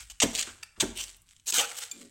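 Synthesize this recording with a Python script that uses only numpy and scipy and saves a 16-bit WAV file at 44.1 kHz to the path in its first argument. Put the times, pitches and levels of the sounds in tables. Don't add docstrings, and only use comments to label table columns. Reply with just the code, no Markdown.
import sys
import numpy as np
from scipy import signal
from scipy.fft import rfft, irfft, next_fast_len
from scipy.io import wavfile
from scipy.ndimage import uniform_filter1d

SR = 44100
rng = np.random.default_rng(int(sys.argv[2]) if len(sys.argv) > 2 else 0)


def store_wav(level_fs):
    pcm = np.round(np.clip(np.atleast_2d(level_fs), -1, 1) * 32767)
    wavfile.write(sys.argv[1], SR, pcm.T.astype(np.int16))


N = 92610
TIME = np.arange(N) / SR


def amp(db):
    return 10 ** (np.asarray(db) / 20)


def unit(x):
    return x / np.sqrt(np.mean(x ** 2) + 1e-20)


def along(points, hz):
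    freqs, values = np.transpose(points)
    return np.interp(np.log(hz + 1), np.log(freqs + 1), values)


def fade(t, fade_s):
    return np.exp(-np.log(1000) * t / fade_s)


def add(track, start_s, x):
    i = max(0, round(start_s * SR))
    track[i:i + len(x)] += x[:max(0, N - i)]


def colour(x, tone):
    size = 2 * next_fast_len(N)
    gain = unit(amp(along(tone, np.fft.rfftfreq(size, 1 / SR))))
    cepstrum = irfft(np.log(gain + 1e-6))
    cepstrum[1:size // 2] *= 2
    cepstrum[size // 2 + 1:] = 0
    return irfft(rfft(x, size) * np.exp(rfft(cepstrum)), size)[:len(x)]


def grains(n, per_s, spread_db):
    happens = rng.random(n) < per_s / SR
    size = amp(spread_db * np.clip(rng.standard_normal(n), -2, 2))
    return unit(happens * rng.choice([-1, 1], n) * size)


def ring(notes, attack_s=0.00067, scatter_db=0.5):
    out = np.zeros(N)
    for hz, db, fade_s in notes:
        level = amp(db - scatter_db * rng.standard_normal())
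        out += level * fade(TIME, fade_s) * np.sin(2 * np.pi * (hz * TIME + rng.random()))
    return (1 - np.exp(-TIME / attack_s)) * out


# (frequency [Hz], level [dB])
AIR_TONE = [(45, -0.5), (90, 1.5), (200, -9), (500, -24.5), (2500, -23), (5000, -33), (8000, -16),
            (16000, -31)]


def air():
    return amp(-69.5) * unit(colour(rng.standard_normal(N), AIR_TONE))


# (frequency [Hz], fade time [s])
ECHO_FADES = [(60, 0.58), (330, 0.45), (1000, 0.75), (3000, 0.4), (8000, 0.37), (15000, 0.17)]


def room(x, onset_s=0.0051):
    hz, t, bands = signal.stft(rng.standard_normal(SR), SR, nperseg=256)
    shape = fade(t, along(ECHO_FADES, hz)[:, None]) * (1 - np.exp(-t / onset_s))
    echo = signal.istft(bands * shape, SR, nperseg=256)[1]
    return signal.fftconvolve(x, echo / np.linalg.norm(echo))[:N]


# (frequency [Hz], level [dB])
RUMBLE_TONE = [(20, -7), (45, 21), (95, 1.5), (1000, -88)]


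def rumble(db, fade_s):
    return amp(db) * fade(TIME, fade_s) * unit(colour(rng.standard_normal(N), RUMBLE_TONE))


# (frequency [Hz], level [dB])
DUST_TONE = [(100, -78.5), (4000, -29), (8500, 13.5), (15500, 7)]


def fine_dust(clicks):
    return colour(clicks, DUST_TONE)


# (time [s], level [dB])
TRICKLE_LEVELS = [(0, -48), (.08, -60.5), (.19, -67), (.25, -49.5), (.48, -50), (.58, -64.5),
                  (0.761, -74.5), (0.839, -45), (0.939, -60), (1.09, -47), (1.18, -70.5), (1.25, -76.5),
                  (1.29, -59.5), (1.44, -77), (1.62, -43.5), (1.721, -47), (1.84, -40.5), (1.89, -57),
                  (2.02, -54), (2.1, -68)]
# (frequency [Hz], level [dB])
CRUMB_TONE = [(80, -33), (500, -26.5), (1400, -9), (3300, -3), (5000, -4.5), (6600, -4.5), (8200, 2),
              (9400, -9.5), (15500, -26)]
# (time [s], level [dB])
GRIT_TICKS = [(1.1664, -51.5), (1.2186, -54)]


def trickle():
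    level = amp(np.interp(TIME, *np.transpose(TRICKLE_LEVELS)))
    landings = grains(N, per_s=900, spread_db=1.5)
    bursts = signal.fftconvolve(landings, fade(TIME, fade_s=0.0048))[:N]
    crumbs = unit(colour(bursts * rng.standard_normal(N), CRUMB_TONE))
    grit = amp(-11.5) * level * grains(N, per_s=440, spread_db=1.5)
    for start_s, db in GRIT_TICKS:
        add(grit, start_s, amp(db) * fade(TIME, fade_s=0.028) * rng.standard_normal(N))
    return level * crumbs + fine_dust(grit)


# (frequency [Hz], level [dB], fade time [s])
CHIP_NOTES = [(2400, -16, 0.13), (3510, -9, 0.061), (4630, 0, 0.021), (6560, 1, 0.019), (7340, 4, 0.038)]
# (frequency [Hz], level [dB], fade time [s])
FLAKE_NOTES = [(2650, -2, 0.048), (4720, 9.5, 0.028), (8200, 4, .025)]


def hard_bits(flake_s=0.6305, chip_s=1.9135):
    out = np.zeros(N)
    add(out, chip_s, amp(-29.5) * ring(CHIP_NOTES, attack_s=0.00125))
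    add(out, flake_s, amp(-40) * ring(FLAKE_NOTES, attack_s=0.0026))
    return out


def slide(notes, start_s, length_s, db):
    slips = grains(N, per_s=4600, spread_db=3)
    rasp = signal.fftconvolve(slips, ring(notes))[:N]
    swell = np.sin(np.pi * np.clip((TIME - start_s) / length_s, 0, 1))
    return amp(db) * swell * unit(rasp)


# (frequency [Hz], level [dB], fade time [s])
SCRAPE_NOTES = [(3030, -10, 0.0043), (3400, -11, 0.0034)]


def scrape():
    return slide(SCRAPE_NOTES, start_s=0.95, length_s=0.089, db=SCRAPE_DB)


SCRAPE_DB, RUB_DB = -39, -54
# (frequency [Hz], level [dB], fade time [s])
BOARD_NOTES = [(187.3, -3.5, 0.2), (236.1, 0.5, 0.22), (292.6, -1.5, 0.21), (338.4, 1.5, 0.1),
               (406.3, 3, 0.11), (467.5, -8.5, 0.18), (548.6, -5.5, 0.15), (664, -16.5, 0.24)]


def rub():
    return slide(BOARD_NOTES, start_s=1.912, length_s=0.19, db=RUB_DB)


# (time [s], level [dB], roof boom level [dB])
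BOARD_HITS = [(0.2354, -26, -40), (.473, -53.5, -50), (.777, -55.5, -46), (.825, -27, -35.5),
              (1.528, -49.5, -66), (1.578, -47, -63)]
# (frequency [Hz], level [dB], fade time [s])
ROOF_NOTES = [(43.07, -5.5, 0.94), (86.3, -8.5, 0.72)]


def thumps():
    wood, roof = np.zeros((2, N))
    for start_s, db, boom_db in BOARD_HITS:
        thud = amp(5) * knock()
        shudder = rumble(db=-7, fade_s=0.53)
        add(wood, start_s, amp(db) * (amp(-5.5) * ring(BOARD_NOTES) + thud))
        add(roof, start_s, amp(boom_db) * (ring(ROOF_NOTES, attack_s=0.012) + shudder))
    return wood, roof


# (frequency [Hz], level [dB])
KNOCK_TONE = [(40, -18), (120, -13.5), (230, -4), (420, -4.5), (800, -19), (1500, -22.5), (8000, -65)]


def knock():
    return colour(rng.standard_normal(N) * fade(TIME, fade_s=0.097), KNOCK_TONE)


# (frequency [Hz], level [dB], fade time [s])
HOLLOW_NOTES = [(468.6, 1.5, 0.11), (555, 6, 0.12), (826, 2, 0.035), (1118, 5, 0.055), (1536, 1, 0.1),
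                (1915, 2, .06)]


def hollow(pieces, opens_s=1.57):
    opened = TIME > opens_s
    cavity = ring(HOLLOW_NOTES)
    return amp(-14.5) * signal.fftconvolve(pieces * opened, cavity / np.linalg.norm(cavity))[:N]


def cells(fractures, fade_s, ring_db):
    t = TIME[:SR // 20]
    tail = rng.standard_normal(len(t)) * fade(t, fade_s)
    tail *= amp(ring_db) / np.linalg.norm(tail)
    tail[0] += 1
    return signal.fftconvolve(fractures, tail / np.linalg.norm(tail))


# (time [s], length [s], level [dB], swell [dB], coarse pieces [dB], dust [dB])
CRUST_CRUNCHES = [(0.0, 0.038, -53.5, -10, 9.5, 1), (.099, 0.021, -44, -7.5, -6.5, -1.5),
                  (0.2012, 0.011, -23, -9, -14, -20), (0.2177, 0.016, -18.5, 3, 0, -5),
                  (0.2384, 0.015, -36.5, -14.5, 5, 4), (0.331, 0.039, -39, 7.5, -13, -1),
                  (0.376, 0.036, -32.5, 0, -6, -2.5), (0.422, 0.0094, -31.5, 3.5, -4.5, -14),
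                  (0.468, 0.039, -50, -8.5, 7.5, -12), (0.627, 0.0057, -43, 13, 1, 0.5),
                  (0.761, 0.02, -75, -2, 24.5, -16), (0.7994, 0.005, -26.5, 13.5, -4.5, -5),
                  (0.807, 0.013, -23, -8.5, -5, -3.5), (0.818, 0.014, -32, -19.5, -8, -2),
                  (0.953, 0.024, -44.5, 13, -13, 4.5), (0.984, 0.03, -36.5, 6, -6.5, 0.5),
                  (1.021, 0.021, -41, 0, -11, 2.5), (1.458, 0.012, -45.5, 18.5, -13.5, 6.5),
                  (1.474, 0.032, -29.5, 5.5, -10, 2), (1.524, 0.008, -32, -15, -6.5, 0),
                  (1.535, 0.039, -25.5, 2, -4, 3), (1.576, 0.025, -25.5, 1, 8, 1),
                  (1.6, 0.017, -27.5, 3, 3, 0.5), (1.618, 0.035, -39, -4.5, 8.5, 3),
                  (1.68, 0.026, -44.5, 2.5, 1, -5), (1.714, 0.006, -45, -1, 9, 3.5),
                  (1.768, 0.021, -39, 4.5, 0.5, 6), (1.818, 0.016, -41, 1, 4, 0),
                  (1.913, 0.0085, -43.5, -4, -27.5, 7), (2.008, 0.0073, -49.5, 7, 3.5, -4.5)]
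# (time [s], level [dB])
CRUST_SNAPS = [(0.2022, -24.5), (.351, -19), (0.3575, -24), (0.3874, -24), (0.393, -17.5), (0.4125, -19),
               (.426, -24), (0.806, -20), (1.0388, -31), (1.289, -52.5), (1.3645, -48.5), (1.3976, -49),
               (1.5233, -35), (1.5425, -20.5), (1.584, -18), (1.596, -22), (1.6438, -31.5), (1.784, -36),
               (1.8362, -33), (1.8522, -40.5)]
# (frequency [Hz], level [dB])
SHELL_TONE = [(450, -48.5), (1600, -14), (2500, -3.5), (3050, 1), (3650, -0.5), (4100, -2.5), (5100, -5),
              (6400, 2), (7300, 0), (8300, 2), (9200, -17.5), (11000, -29), (16000, -33)]
# (frequency [Hz], level [dB])
PIECE_TONE = [(60, -32.5), (250, -16), (480, -5.5), (1000, -0.5), (1900, 0.5), (3000, -3.5), (5000, -9),
              (16000, -53)]


def crust(release_s=0.0026):
    shell, pieces, dust = np.zeros((3, N))
    t = TIME[:SR // 10]
    for start_s, length_s, db, swell_db, pieces_db, dust_db in CRUST_CRUNCHES:
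        level = amp(db + swell_db * (np.minimum(t / length_s, 1) - 0.5))
        release = np.exp(-np.maximum(t - length_s, 0) / release_s)
        cloud = level * release * grains(len(t), per_s=4600, spread_db=3)
        add(shell, start_s, cells(cloud, fade_s=0.015, ring_db=-4.5))
        add(pieces, start_s, amp(pieces_db) * cells(cloud, fade_s=0.015, ring_db=12))
        add(dust, start_s, amp(dust_db) * cells(cloud, fade_s=0.028, ring_db=11))
    for start_s, db in CRUST_SNAPS:
        edge = 0.5 + fade(t, fade_s=0.0029)
        snap = amp(db) * edge * fade(t, fade_s=0.028) * rng.choice([-1, 1], len(t))
        add(shell, start_s, snap)
        add(dust, start_s, snap / 2)
    cracking = colour(shell, SHELL_TONE) + amp(-7.5) * colour(pieces, PIECE_TONE)
    return cracking + amp(-10.5) * fine_dust(dust), pieces


def scene():
    wood, roof = thumps()
    cracking, pieces = crust()
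    near = cracking + hollow(pieces) + wood + scrape() + rub() + trickle() + hard_bits()
    echo = amp(-13.5) * room(near)
    return (near + echo + roof + rumble(db=-46.5, fade_s=0.5) + air())[None]


def suppress_noise(x, quiet_db=-73.5):
    bands = signal.stft(x, nperseg=512)[2]
    power = np.abs(uniform_filter1d(np.abs(bands) ** 2, size=7, axis=-1)) * bands.shape[-2]
    gain = 0.25 + 0.75 * power / (power + amp(quiet_db) ** 2)
    return signal.istft(bands * gain, nperseg=512)[1][..., :N]


def record(dry):
    peak_limit, top_hz = 0.34, 15950
    x = suppress_noise(dry)
    rounded = x / (1 + (x / peak_limit) ** 6) ** (1 / 6)
    size = next_fast_len(N + SR // 2)
    kept = np.fft.rfftfreq(size, 1 / SR) < top_hz
    return irfft(rfft(rounded, size) * kept, size)[..., :N]


dry = scene()
out = record(dry)
store_wav(out)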